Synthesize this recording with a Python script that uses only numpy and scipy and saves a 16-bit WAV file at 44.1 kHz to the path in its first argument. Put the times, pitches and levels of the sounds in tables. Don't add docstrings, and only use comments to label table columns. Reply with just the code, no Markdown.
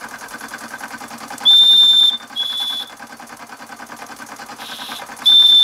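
import sys
import numpy as np
from scipy import signal
from scipy.fft import rfft, irfft
from scipy.io import wavfile
from scipy.ndimage import uniform_filter1d

SR = 44100
rng = np.random.default_rng(int(sys.argv[2]) if len(sys.argv) > 2 else 0)


def to_wav(sig):
    pcm = np.clip(np.atleast_2d(sig), -1, 1) * 32767
    pcm = np.round(pcm).astype(np.int16)
    wavfile.write(sys.argv[1], SR, pcm.T)


def voltage_ratio(level):
    return 10 ** (np.asarray(level, float) / 20)


N = 248277

# time in seconds, gain in dB.
GAIN = [
    (0, -1),
    (1.46, 1),
    (1.49, -4.5),
    (2.85, -4.5),
    (3.6, -3),
    (4.5, -0.5),
    (5.25, -0.5),
    (5.29, -2.5),
    (5.63, -4.5),
]


def unit(x):
    return x / np.sqrt(np.mean(x ** 2))


def curve(table, column=1):
    table = np.array(table, float)
    return np.interp(np.arange(N) / SR, table[:, 0], table[:, column])


def walk(hz):
    return unit(signal.lfilter(*signal.butter(2, hz, fs=SR), rng.standard_normal(N)))


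def butter(x, order, hz, kind):
    return signal.sosfilt(signal.butter(order, hz, kind, fs=SR, output="sos"), x)


def ring(x, body):
    total = 0
    for k, (hz, width, db) in enumerate(body):
        total = total + (-1) ** k * voltage_ratio(db) * signal.lfilter(*signal.iirpeak(hz, hz / width, SR), x)
    return total


def arm(s):
    arm_s, sweep_s = 0.86, 0.2
    return np.clip((s - arm_s) / sweep_s + .5, 0, 1)


def air():
    # frequency in Hz, level in dB per Hz.
    air_colour = [(20, -39), (45, -6.5), (78, -31), (200, -24), (400, -8.5), (1300, -6), (2700, -22.5),
                  (6500, -19.5), (11000, -26), (15500, -31)]
    log_hz = np.log(np.fft.rfftfreq(N, 1 / SR) + 1)
    points = np.array(air_colour)
    gain = voltage_ratio(np.interp(log_hz, np.log(points[:, 0]), points[:, 1]))
    noise = unit(irfft(rfft(rng.standard_normal(N)) * gain, N))
    hidden_db = -2 * arm(np.arange(N) / SR)
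    return voltage_ratio(-41 + curve(GAIN) + hidden_db + 0.27 * walk(30)) * noise


def room(x):
    # delay in seconds, level in dB.
    wall_echoes = [
        (.027, -25),
        (.058, -24),
        (.066, -22),
        (.076, -30),
        (.105, -30),
    ]
    t60_s, tail_db = .32, -18
    t = np.arange(SR // 2) / SR
    tail = rng.standard_normal(len(t)) * np.exp(-np.log(1000) * t / t60_s) * (t > .006)
    response = voltage_ratio(tail_db) * tail / np.linalg.norm(tail)
    for delay_s, db in wall_echoes:
        response[int(delay_s * SR)] += voltage_ratio(db)
    dull = signal.lfilter(*signal.butter(1, 7000, fs=SR), x)
    return signal.fftconvolve(dull, response)[:N]


def valve():
    # opens and shuts in seconds, jet level in dB, unsteadiness 0-1, overtones in dB.
    toots = np.array([
        (1.453, 2.094, -40, 0.26, 3.3),
        (2.359, 2.831, -42.5, 0.54, 1.5),
        (4.607, 4.999, -42, 0.96, 0),
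        (5.258, 5.7, -39.5, 0.23, -3.5),
    ])
    # time in seconds, note level in dB, pitch in Hz. The third toot has no note.
    lever_note = [(1.452, -10, 3445), (1.485, -6.5, 3566), (1.72, -10, 3595), (1.92, -10, 3572),
                  (2.03, -9.5, 3568), (2.1, -10.5, 3562), (2.362, -21, 3384), (2.42, -16, 3404),
                  (2.52, -24.5, 3439), (2.62, -20.5, 3453), (2.83, -26.5, 3439), (2.9, -99, 3438),
                  (5.2, -99, 3560), (5.25, -6, 3565), (5.45, -6.5, 3563), (5.63, -9.5, 3543)]
    speak_db, speak_s, overtones_s = 16, .008, 0.045
    scoop_hz, scoop_s = 140.2, 0.015
    stop_db_per_s, stop_hz_per_s = 2197, 26000
    creep_db_per_s, burst_db, burst_s, cut_db_per_s = 800, 5, 0.12, 1400
    jet_db_per_hz = 0.1155
    swell_db, swell_s = 8, 0.084
    rebound_db, rebound_s, rebound_hold_s, rebound_db_per_s = -12, .027, .034, 520

    t = np.arange(N) / SR
    now = np.searchsorted((toots[1:, 0] + toots[:-1, 1]) / 2, t)
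    opens, shuts, jet_db, unsteady, overtones_db = toots[now].T
    early, since, late = np.maximum(opens - t, 0), np.maximum(t - opens, 0), np.maximum(t - shuts, 0)
    level_line, pitch_line = curve(lever_note, 1), curve(lever_note, 2)
    held_db = np.interp(np.minimum(t, shuts), t, level_line)
    hz = np.interp(np.minimum(t, shuts), t, pitch_line)

    note_db = held_db - speak_db * np.exp(-since / speak_s)
    note_db = note_db - 6 * stop_db_per_s * early - stop_db_per_s * late
    weeps = held_db + rebound_db - 99 * (late == 0)
    weeps = weeps - stop_db_per_s * np.maximum(rebound_s - late, 0)
    weeps = weeps - rebound_db_per_s * np.maximum(late - rebound_s - rebound_hold_s, 0)
    pitch = hz - scoop_hz * np.exp(-since / scoop_s) - stop_hz_per_s * late * (note_db > weeps)
    note_db = np.maximum(note_db, weeps)

    sharp = hz - np.interp(shuts, t, hz)
    jet_db = jet_db + jet_db_per_hz * sharp * (unsteady < .9)
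    jet_db = jet_db + burst_db * (1 - unsteady) * np.exp(-since / burst_s)
    jet_db = jet_db - creep_db_per_s * early - cut_db_per_s * late
    bell_db = -swell_db * (unsteady > .9) * np.exp(-since / swell_s)
    overtones_db = overtones_db - cut_db_per_s * late - speak_db * np.exp(-since / overtones_s)
    return note_db, pitch, jet_db, bell_db, np.clip(unsteady, 0, 1), overtones_db


def whistle():
    # multiple of the note, level in dB.
    overtones = [(2, -32.5), (3, -33.5), (4, -44)]
    # frequency in Hz, width in Hz, level in dB.
    mouth, bell_high, bell_low = [(2320, 1700, -3.5), (5260, 430, 8), (6800, 1150, -2), (9100, 1800, 0.5),
                                  (11120, 1540, 5.5), (13200, 2000, 0.5), (14750, 2000, -3)], [(3372, 47, 6), (3510, 39, 7.5), (3740, 200, 3),
                                                 (4120, 450, -3.5)], [(2470, 360, -2.4), (2820, 690, 1.2),
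                                                               (3320, 270, 4.4)]
    # time in seconds, depth in dB, half length in ms.
    chokes = [(1.52, 2.5, 7), (1.577, 5, 4.7), (1.647, 5, 15), (1.771, 3.5, 3.7), (1.875, 5, 4.7),
              (1.932, 6.5, 14), (1.959, 5.5, 6.5), (1.978, 5, 4.5), (2.069, 7, 3.9), (2.44, 14.5, 9.7),
              (2.65, 5, 12), (5.295, 9, 3), (5.313, 6, 9.4), (5.424, 6, 8.8), (5.48, 10.5, 8.8),
              (5.51, 4, 9.1), (5.603, 7.5, 2.8)]
    note_db, pitch, jet_db, swell_db, unsteady, overtones_db = valve()
    phase = 2 * np.pi * np.cumsum(pitch + 6 * walk(60)) / SR
    size = np.sqrt(1 - unsteady ** 2) + unsteady * (walk(45) + .6j * walk(51)) * 1.1
    size /= (1 + np.abs(size) ** 4) ** 0.44
    note = 1.53 * np.real(size * np.exp(1j * phase))
    for multiple, db in overtones:
        waver = .7 + .2 * multiple / 2 * (walk(12 * multiple) + 1j * walk(25 * multiple))
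        note += voltage_ratio(db + overtones_db) * np.real(waver * np.exp(1j * multiple * phase))
    t = np.arange(N) / SR
    choke_db = sum(db * np.exp(-((t - s) * 1000 / ms) ** 2) for s, db, ms in chokes)

    jet = voltage_ratio(jet_db + 1.7 * walk(12.0))
    hiss = unit(ring(rng.standard_normal(N), mouth))
    high = unit(ring(ring(rng.standard_normal(N), bell_high), [(3540, 2300, 0)]))
    low = unit(ring(ring(rng.standard_normal(N), bell_low), [(3100, 3300, 0)]))
    bell = voltage_ratio(3.05 + 5.4 * unsteady + swell_db) * high + voltage_ratio(-20 + 21.8 * unsteady) * low
    flutter = voltage_ratio(2.15 * unsteady * walk(8.5))
    return np.sqrt(2) * voltage_ratio(note_db - choke_db) * note + jet * (hiss + flutter * bell)


def turns():
    # level in dB, change behind the arm in dB, drift in dB per second, turn-to-turn scatter in dB.
    blows = [
        (-39, -0.5, -.5, 1.7),
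        (-34, 1, -0.43, 0.35),
        (-28.5, -4.5, -0.29, 0.64),
        (-31, -.5, .5, 0.94),
        (-38.5, 1, -0.29, 0.2),
        (-42.5, 8.5, -.5, 1),
    ]
    first_turn_s, turn_s = -.0148, .09948
    slows_from_s, slowing_ms_per_s2 = 4.55, 13.5
    cover_s, cover_half_s, cover_db = 1.063, 0.12, -6
    s = first_turn_s + turn_s * np.arange(-1, N / SR / turn_s)
    s = s + slowing_ms_per_s2 / 1000 * np.maximum(s - slows_from_s, 0) ** 2
    db, hidden_db, drift, scatter_db = np.array(blows).T[:, :, None]
    chance = rng.standard_normal((len(s), len(blows))).T
    is_chimney = np.arange(len(blows)) == 2
    covered = np.outer(is_chimney, np.exp(-((s - cover_s) / cover_half_s) ** 4))
    gain_db = np.interp(s, *np.transpose(GAIN))
    return s, db + cover_db * covered + hidden_db * arm(s) + drift * s + scatter_db * chance + gain_db


def strikes(hits, play_ms, scatter_db):
    s, blows_db = turns()
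    first, tail = np.zeros(SR + N), np.zeros(SR + N)
    for delay_ms, decay_ms, db, blow in hits:
        chance = rng.standard_normal((len(s), 2))
        at = SR + ((s + (delay_ms + play_ms * chance[:, 0]) / 1000) * SR).astype(int)
        inside, start = at < SR + N, np.zeros(SR + N)
        strength = voltage_ratio(db + blows_db[int(round(blow)) - 1] + scatter_db * chance[:, 1])
        start[at[inside]] = strength[inside]
        first += start
        tail += signal.lfilter([1], [1, -np.exp(-1000 / (decay_ms * SR))], start)
    return first[SR:], tail[SR:]


def rattle(spread_db):
    return unit(rng.standard_normal(N) * voltage_ratio(spread_db * rng.exponential(size=N)))


def part(hits, body, db, knock_db, play_ms, scatter_db, spread_db):
    contacts = rattle(spread_db)
    first, tail = strikes(hits, play_ms, scatter_db)
    return voltage_ratio(db) * ring(voltage_ratio(knock_db) * first + tail * contacts, body) / np.std(ring(contacts, body))


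def thump(hits, body, db):
    push = strikes(hits, 0.34, 0.63)[1]
    return voltage_ratio(db) * ring(push * (1 + 0.32 * walk(860)), body)


def exhaust():
    # delay within the turn in ms, decay in ms, level in dB, number of the blow that drives it.
    puffs = [
        (0, 13.5, -5.5, 1),
        (3.07, 4.3, -4, 1),
        (25.7, 5.7, -5, 1),
        (58.6, 5.7, -8.5, 1),
        (10, 99, -20, 1),
    ]
    # frequency in Hz, width in Hz, level in dB.
    port = [(5840, 250, -7), (6520, 630, 8), (8260, 1800, 3), (9440, 630, 2), (10200, 370, -24),
            (10600, 330, 5.5), (12230, 920, -8), (12500, 280, -8), (14200, 2300, -22), (16500, 1600, -25),
            (10000, 3400, -11)]
    flow = uniform_filter1d(strikes(puffs, 1.0, 0.7)[1], size=90)
    spray = rattle(2.1)
    return flow * unit(sum(voltage_ratio(3.8 * walk(23.0)) * ring(spray, [mode]) for mode in port))


def engine():
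    # delay within the turn in ms, decay in ms, level in dB, number of the blow that drives it.
    squeak_hits, metal_hits = [(12, 10.8, -1, 1), (20, 2.4, -23, 1)], [(0, 3, -1, 1), (24.5, 13.6, -5, 2),
                                                    (42.6, 18.5, -5.5, 2), (51.8, 10, -10, 4),
                                                    (74.3, 1.4, -10, 4)]
    frame_hits, chimney_hits, boiler_hits = [(25.38, 26, -1, 2), (32.95, 13.8, -2.5, 2),
                                             (44.76, 5, -5.5, 2), (56.14, 3.9, 1.5, 4), (62.32, 16, -4, 4),
                                             (74, 14.7, -11, 4), (98.5, 32, -18, 4)], [(24.64, 10, -9.5, 3), (45.4, 4, -12.5, 3),
                                                                 (54.13, 4.5, -1, 3), (58.5, 18, -5.5, 3),
                                                                 (64.64, 8.3, -9, 3), (79, 5.2, -17, 3)], [(26.23, 13, -0.5, 6),
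                                                                                       (33.93, 3, -6, 6)]
    base_hits, table_hits = [(27.91, 4.9, -4.5, 5), (42.77, 9.1, -6.5, 5), (58.18, 4.4, -2.5, 5),
                             (71.84, 0.53, -2, 5)], [(33.4, 7, -5, 5), (58.2, 1.7, 0.5, 5), (80.8, 2.5, -14, 5),
                                                (89.3, 3.5, -10, 5)]
    # frequency in Hz, width in Hz, level in dB.
    squeak_body, metal_body = [(11130, 170, 14), (10700, 67, -29)], [(2865, 40, 20.5), (3090, 720, 11), (3480, 17, 26),
                                               (4100, 57, 16), (4490, 17.4, 29), (4920, 194, 17.4),
                                               (5774, 42, 18.6), (6350, 400, 3.8), (6160, 260, 14.4),
                                               (6820, 160, 2.5), (7310, 1600, 10.8), (5100, 4100, 5.9)]
    frame_body, chimney_body, boiler_body = [(432, 180, -10.5), (485, 53, -3.5), (572, 60, -2.5),
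                                             (703, 16, -1.5), (787, 73, 2.5), (971.7, 18.5, 0.5),
                                             (1089, 59, 3), (1192, 18, 1), (1315, 77, 1),
                                             (1034, 1077, -3.5), (1796, 297, -4), (2083, 39, -4.5),
                                             (2418, 265, -7.5)], [(1530, 75, 5.5), (1640, 230, -5)], [(808, 22.4, 0)]
    base_body, table_body = [(231, 15, 1), (272, 15, -.5), (300, 24, -4.5)], [(63.3, 9.2, -15), (103, 13, 0.5), (126, 18, 1), (167, 23, 1)]

    squeak = part(squeak_hits, squeak_body, db=-5.5, knock_db=0, play_ms=2.5, scatter_db=4, spread_db=0.1)
    metal = part(metal_hits, metal_body, db=-2.34, knock_db=17.8, play_ms=0.72, scatter_db=2.13, spread_db=1.15)
    frame = part(frame_hits, frame_body, db=-2.1, knock_db=24.48, play_ms=0.38, scatter_db=0.43, spread_db=1.07)
    chimney = part(chimney_hits, chimney_body, db=0, knock_db=27.56, play_ms=0.27, scatter_db=1.0, spread_db=0.7)
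    boiler = part(boiler_hits, boiler_body, db=1.8, knock_db=22.2, play_ms=0.38, scatter_db=0.45, spread_db=0.76)
    thin = butter(frame + chimney + boiler + metal, 4, 330, "high")
    base = butter(thump(base_hits, base_body, 28.9), 2, 190, "high")
    table = butter(thump(table_hits, table_body, 9.5), 2, (50, 200), "band")
    return voltage_ratio(5.5) * exhaust() + squeak + thin + base + table


def scene():
    machine, steam = engine(), whistle()
    echo = room(voltage_ratio(-7) * machine + steam)
    return (machine + steam + echo + air())[None]


def roll_off(x):
    return signal.sosfilt(signal.butter(12, 15730, fs=SR, output="sos"), x)


def record(dry):
    limit, top_hz = .62, 15720
    swell = uniform_filter1d(np.abs(dry), size=220) * np.pi / 2
    held = dry / (1 + (swell / limit) ** 6) ** (1 / 6)
    mix = signal.sosfilt(signal.ellip(10, .3, 70, top_hz, fs=SR, output="sos"), held)
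    return roll_off(mix)


dry = scene()
out = record(dry)
to_wav(out)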